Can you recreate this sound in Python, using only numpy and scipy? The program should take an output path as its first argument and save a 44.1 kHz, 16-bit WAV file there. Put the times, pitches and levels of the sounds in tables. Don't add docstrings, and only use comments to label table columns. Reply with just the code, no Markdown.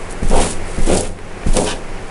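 import sys
import numpy as np
from scipy import signal
from scipy.fft import rfft, irfft
from scipy.io import wavfile

SR = 44100
rng = np.random.default_rng(int(sys.argv[2]) if len(sys.argv) > 2 else 0)


def wav_record(signal):
    frames = np.transpose(np.atleast_2d(signal))
    bounded = np.clip(frames, -1, 1)
    quanta = np.round(bounded * 32767).astype(np.int16)
    wavfile.write(sys.argv[1], SR, quanta)


N = 92610
T = np.arange(N) / SR
FREQS = np.fft.rfftfreq(N, 1 / SR)
TREBLE_EDGE_HZ = 11000


def amp(db):
    return 10 ** (np.asarray(db) / 20)


def unit(x):
    return x / np.sqrt(np.mean(x ** 2) + 1e-20)


def colour(x, curve):
    hz, db = np.transpose(curve)
    gain = amp(np.interp(np.log(FREQS + 1), np.log(hz), db))
    return unit(irfft(rfft(x) * gain, N))


def noise():
    return rng.standard_normal(N)


def wander(hz):
    return unit(irfft(rfft(noise()) * np.exp(-(FREQS / hz) ** 2), N))


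def slips(per_s, spread_db=2):
    size = amp(spread_db * np.minimum(rng.exponential(1, N), 4)) * np.sign(noise())
    return unit(size * (rng.random(N) < per_s / SR))


def envelope(start, db, rise, hold, release):
    t = T - start
    return np.clip(t / rise, 0, 1) * amp(db - 20 * np.maximum(t - rise - hold, 0) / release)


def burst(start, decay):
    return (T >= start) * np.exp(-np.maximum(T - start, 0) / decay)


def room(x, wet_db, t60=0.27):
    t = T[:SR // 2]
    tail = rng.standard_normal(len(t)) * amp(-60 * t / t60) * (t > .004)
    return x + amp(wet_db) * signal.fftconvolve(x, tail / np.linalg.norm(tail))[:N]


# frequency in Hz, gain in dB.
ROOM_TONE_EQ = [(12, -4.5), (20, 6), (35, -7.5), (55, -22), (88, -12), (130, -19.5), (175, -18.5),
                (266, -21), (400, -17.5), (800, -22.5), (1300, -26.5), (2200, -27), (3600, -39.5),
                (6000, -42), (10500, -44.5)]
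# time in seconds, level in dB.
ROOM_TONE_FADER = [(0, -24.5), (.5, -24.5), (.75, -22.5), (1.0, -25.5), (1.12, -34.5), (1.21, -29),
                   (1.45, -24.5), (1.78, -27), (1.95, -25), (2.1, -25.5)]
# frequency in Hz, average level in dB.
HUM_PARTIALS = [(173, -40.5), (377, -39), (453, -52), (657, -63), (786, -44)]


def workshop(waver_rad=0.51, waver_hz=5.5):
    level_db = np.interp(T, *np.transpose(ROOM_TONE_FADER))
    hum = sum(amp(db) * np.sin(2 * np.pi * hz * T + waver_rad * wander(waver_hz))
              for hz, db in HUM_PARTIALS)
    return amp(level_db) * colour(noise(), ROOM_TONE_EQ) + amp(level_db - level_db.mean()) * hum


# start in seconds, level in dB.
TAP_CUES = [(1.189, -22.5), (1.434, -19), (1.826, -31)]
# frequency in Hz, gain in dB.
TAP_EQ = [(100, -7), (400, 9.5), (1200, 0), (2600, -5.5), (6000, -44), (11000, -19)]


def taps():
    return sum(amp(db) * burst(start, decay=0.003) for start, db in TAP_CUES) * colour(noise(), TAP_EQ)


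# start in seconds, level in dB, decay in seconds, low cut in Hz.
SNAP_CUES = [(.108, -30, 0.0057, 8100), (.125, -25, 0.002, 8000), (0.2882, -23, 0.0015, 7200),
             (.2985, -16, 0.00075, 5000), (0.414, -17.5, 0.0078, 2790), (.509, -17, 0.0012, 7000),
             (0.951, -17, 0.0011, 6000), (.972, -11, 0.0015, 5670), (0.975, -17, 0.0024, 3480),
             (1.009, -15.5, 0.0024, 7640), (1.568, -11.5, 0.0043, 2460)]


def snaps():
    out = np.zeros(N)
    for start, db, decay, hz in SNAP_CUES:
        bright_eq = [(hz / 2, -24), (hz, 0), (TREBLE_EDGE_HZ, 0), (SR / 2, -40)]
        out += amp(db) * burst(start, decay) * colour(noise(), bright_eq)
    return out


# frequency in Hz, bandwidth in Hz, relative level in dB.
RASP_MODES = [(520, 45, -4), (790, 55, -8), (958, 45, -2), (1130, 120, -8), (1560, 90, -3), (1720, 80, -8),
              (2510, 70, -5), (2710, 90, -4), (2990, 100, -4), (3450, 200, -8), (3760, 110, -9),
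              (4600, 250, -11), (5300, 600, -12)]


def rasp():
    t, chatter = T[:SR // 4], slips(per_s=3000)
    ring = sum(amp(db) * np.sqrt(width) * np.exp(-np.pi * width * t) * np.cos(2 * np.pi * hz * t)
               for hz, width, db in RASP_MODES)
    level = envelope(start=1.652, db=-22.3, rise=.016, hold=.046, release=.06)
    return level * unit(signal.fftconvolve(chatter, ring)[:N])


# frequency in Hz, relative level in dB, seconds to fall 60 dB.
WOOD_MODES = [(86.8, -30, 1), (206.6, -22, 0.21), (376.5, -24, 0.063), (424, -15, 0.17), (534.6, -15, 0.1),
              (604, -22, 0.074), (740, -40, 0.16), (791, -30.5, 0.11), (1008, -22, 0.16)]


def beam_ring(x):
    t = T[:SR // 2]
    ring = sum(amp(db - 60 * t / t60) * np.sin(2 * np.pi * hz * t) for hz, db, t60 in WOOD_MODES)
    return signal.fftconvolve(x, ring)[:N] * 2 * np.pi * 200 / SR


# frequency in Hz, gain in dB.
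BEAM_EQ = [(30, -17), (60, -15), (85, 0), (125, -10), (190, 2), (290, -4), (420, -12), (700, -14.5),
           (1100, -22), (2000, -29), (8000, -29)]


def beam_body(friction):
    return colour(friction, BEAM_EQ)


# time in seconds, knock drive in dB, wait until mid-heave in seconds,
# heave level in dB, heave frequency in Hz.
LANDING_CUES = [(0.23, -2.5, 0.041, -4.5, 16.4), (0.7862, -4.5, 0.041, -2.5, 17.5),
                (1.4691, 0.5, 0.0353, -2.5, 21)]


def landings(knock_s=0.0015, heave_cycles=0.6, low_cut_hz=65):
    def bump(at):
        return np.exp(-abs(T - at) / knock_s)

    knocks, heaves, rub = np.zeros(N), np.zeros(N), beam_body(noise())
    for at, db, wait, heave_db, heave_hz in LANDING_CUES:
        first_touch = amp(-4) * bump(at - 0.00433)
        rebound = amp(-7.5) * bump(at + 0.019)
        settle = amp(-22) * burst(at, decay=0.032) * rub
        knocks += amp(db) * (-first_touch - bump(at) + rebound + settle)
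        cycles = (T - at - wait) * heave_hz
        heaves -= amp(heave_db) * np.sin(2 * np.pi * cycles) * np.exp(-(cycles / heave_cycles) ** 2)
    knocks = signal.lfilter(*signal.butter(1, low_cut_hz, "high", fs=SR), knocks)
    return room(knocks + amp(-11.5) * beam_ring(knocks), wet_db=-6) + heaves


# time in seconds, relative level in dB.
HISS_FADER = [(0, -46), (.07, -50), (.115, -37), (.15, -53), (.25, -45), (.35, -30.5), (.41, -25.5),
              (.51, -27.5), (.57, -47), (.63, -52), (.68, -41), (.82, -37.5), (.885, -28), (.98, -24.5),
              (1.012, -30), (1.025, -37), (1.07, -36.5), (1.14, -59), (1.43, -58), (1.475, -42),
              (1.50, -42), (1.57, -26.5), (1.61, -30.5), (1.695, -31), (1.79, -58), (2.1, -55)]
# centre in seconds, level in dB, half length in seconds.
BITE_CUES = [(0.402, -26.5, 0.058), (0.928, -28, 0.034), (1.05, -34.5, 0.017), (1.576, -24.5, 0.01),
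             (1.701, -35.5, 0.021)]
# frequency in Hz, gain in dB.
HISS_EQ = [(300, -1), (1000, 1.5), (1700, -11), (2700, 1), (4000, 2.5), (6000, 2.5), (8000, 7.5),
           (10200, 9.5), (11500, -13.5)]
BITE_EQ = [(400, -46), (1100, 4.5), (1700, -2.5), (2500, 0), (3400, -2.5), (5000, -20.5), (10000, -45)]


def scrape(fibres_per_s=7000, spread_db=2.5, hiss_trim_db=0.5):
    flutter_db = 2 * wander(hz=108) + 1.5 * wander(hz=457)
    hiss_db = np.interp(T, *np.transpose(HISS_FADER)) + hiss_trim_db + flutter_db
    bite = sum(amp(db) * np.exp(-.5 * ((T - centre) / half) ** 2) for centre, db, half in BITE_CUES)
    hiss = colour(slips(fibres_per_s, spread_db), HISS_EQ)
    grit = colour(slips(fibres_per_s, spread_db), BITE_EQ)
    return amp(hiss_db) * hiss + bite * grit


# frequency in Hz, gain in dB.
SWAY_EQ = [(10, -19), (20, 9.5), (33, -25), (55, -28), (150, -70), (1000, -90)]
# start in seconds, relative judder and drag levels in dB, rise and hold in
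# seconds, release in seconds per 20 dB, top of the judder in Hz.
PUSH_CUES = [(0.301, -15, -20.5, 0.033, 0.063, 0.1048, 836), (0.869, -14.5, -22.5, 0.033, 0.058, 0.12, 714),
             (1.538, -15, -19.5, 0.037, 0.015, 0.1767, 784)]


def judder(slips_per_s=600, drag_lead_s=0.029, sway_db=6.5):
    out = np.zeros(N)
    for start, judder_db, drag_db, rise, hold, release, top_hz in PUSH_CUES:
        octaves = np.log2((FREQS + 1) / top_hz)
        width_oct = np.where(octaves < 0, 1.0, 0.36)
        tilt = np.maximum(octaves + 1, 0)
        band = np.exp(-(octaves / width_oct) ** 2 - tilt)
        shake = unit(irfft(rfft(slips(slips_per_s)) * band, N))
        drag = beam_body(slips(slips_per_s)) + amp(sway_db) * colour(noise(), SWAY_EQ)
        out += envelope(start, judder_db, rise, hold, release) * shake
        out += envelope(start - drag_lead_s, drag_db, rise + drag_lead_s, hold, release=0.22) * drag
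    return room(amp(-1) * (out + beam_ring(out)), wet_db=-10)


def scene():
    weight = judder() + landings()
    detail = room(scrape() + snaps() + taps(), wet_db=-10.5)
    return (weight + detail + rasp() + workshop())[None]


def record(dry):
    ceiling = .85
    limited = dry / (1 + (dry / ceiling) ** 8) ** (1 / 8)
    low_pass = signal.firwin(161, TREBLE_EDGE_HZ, window=("kaiser", 8), fs=SR)
    return signal.oaconvolve(limited, low_pass[None], "same")


dry = scene()
out = record(dry)
wav_record(out)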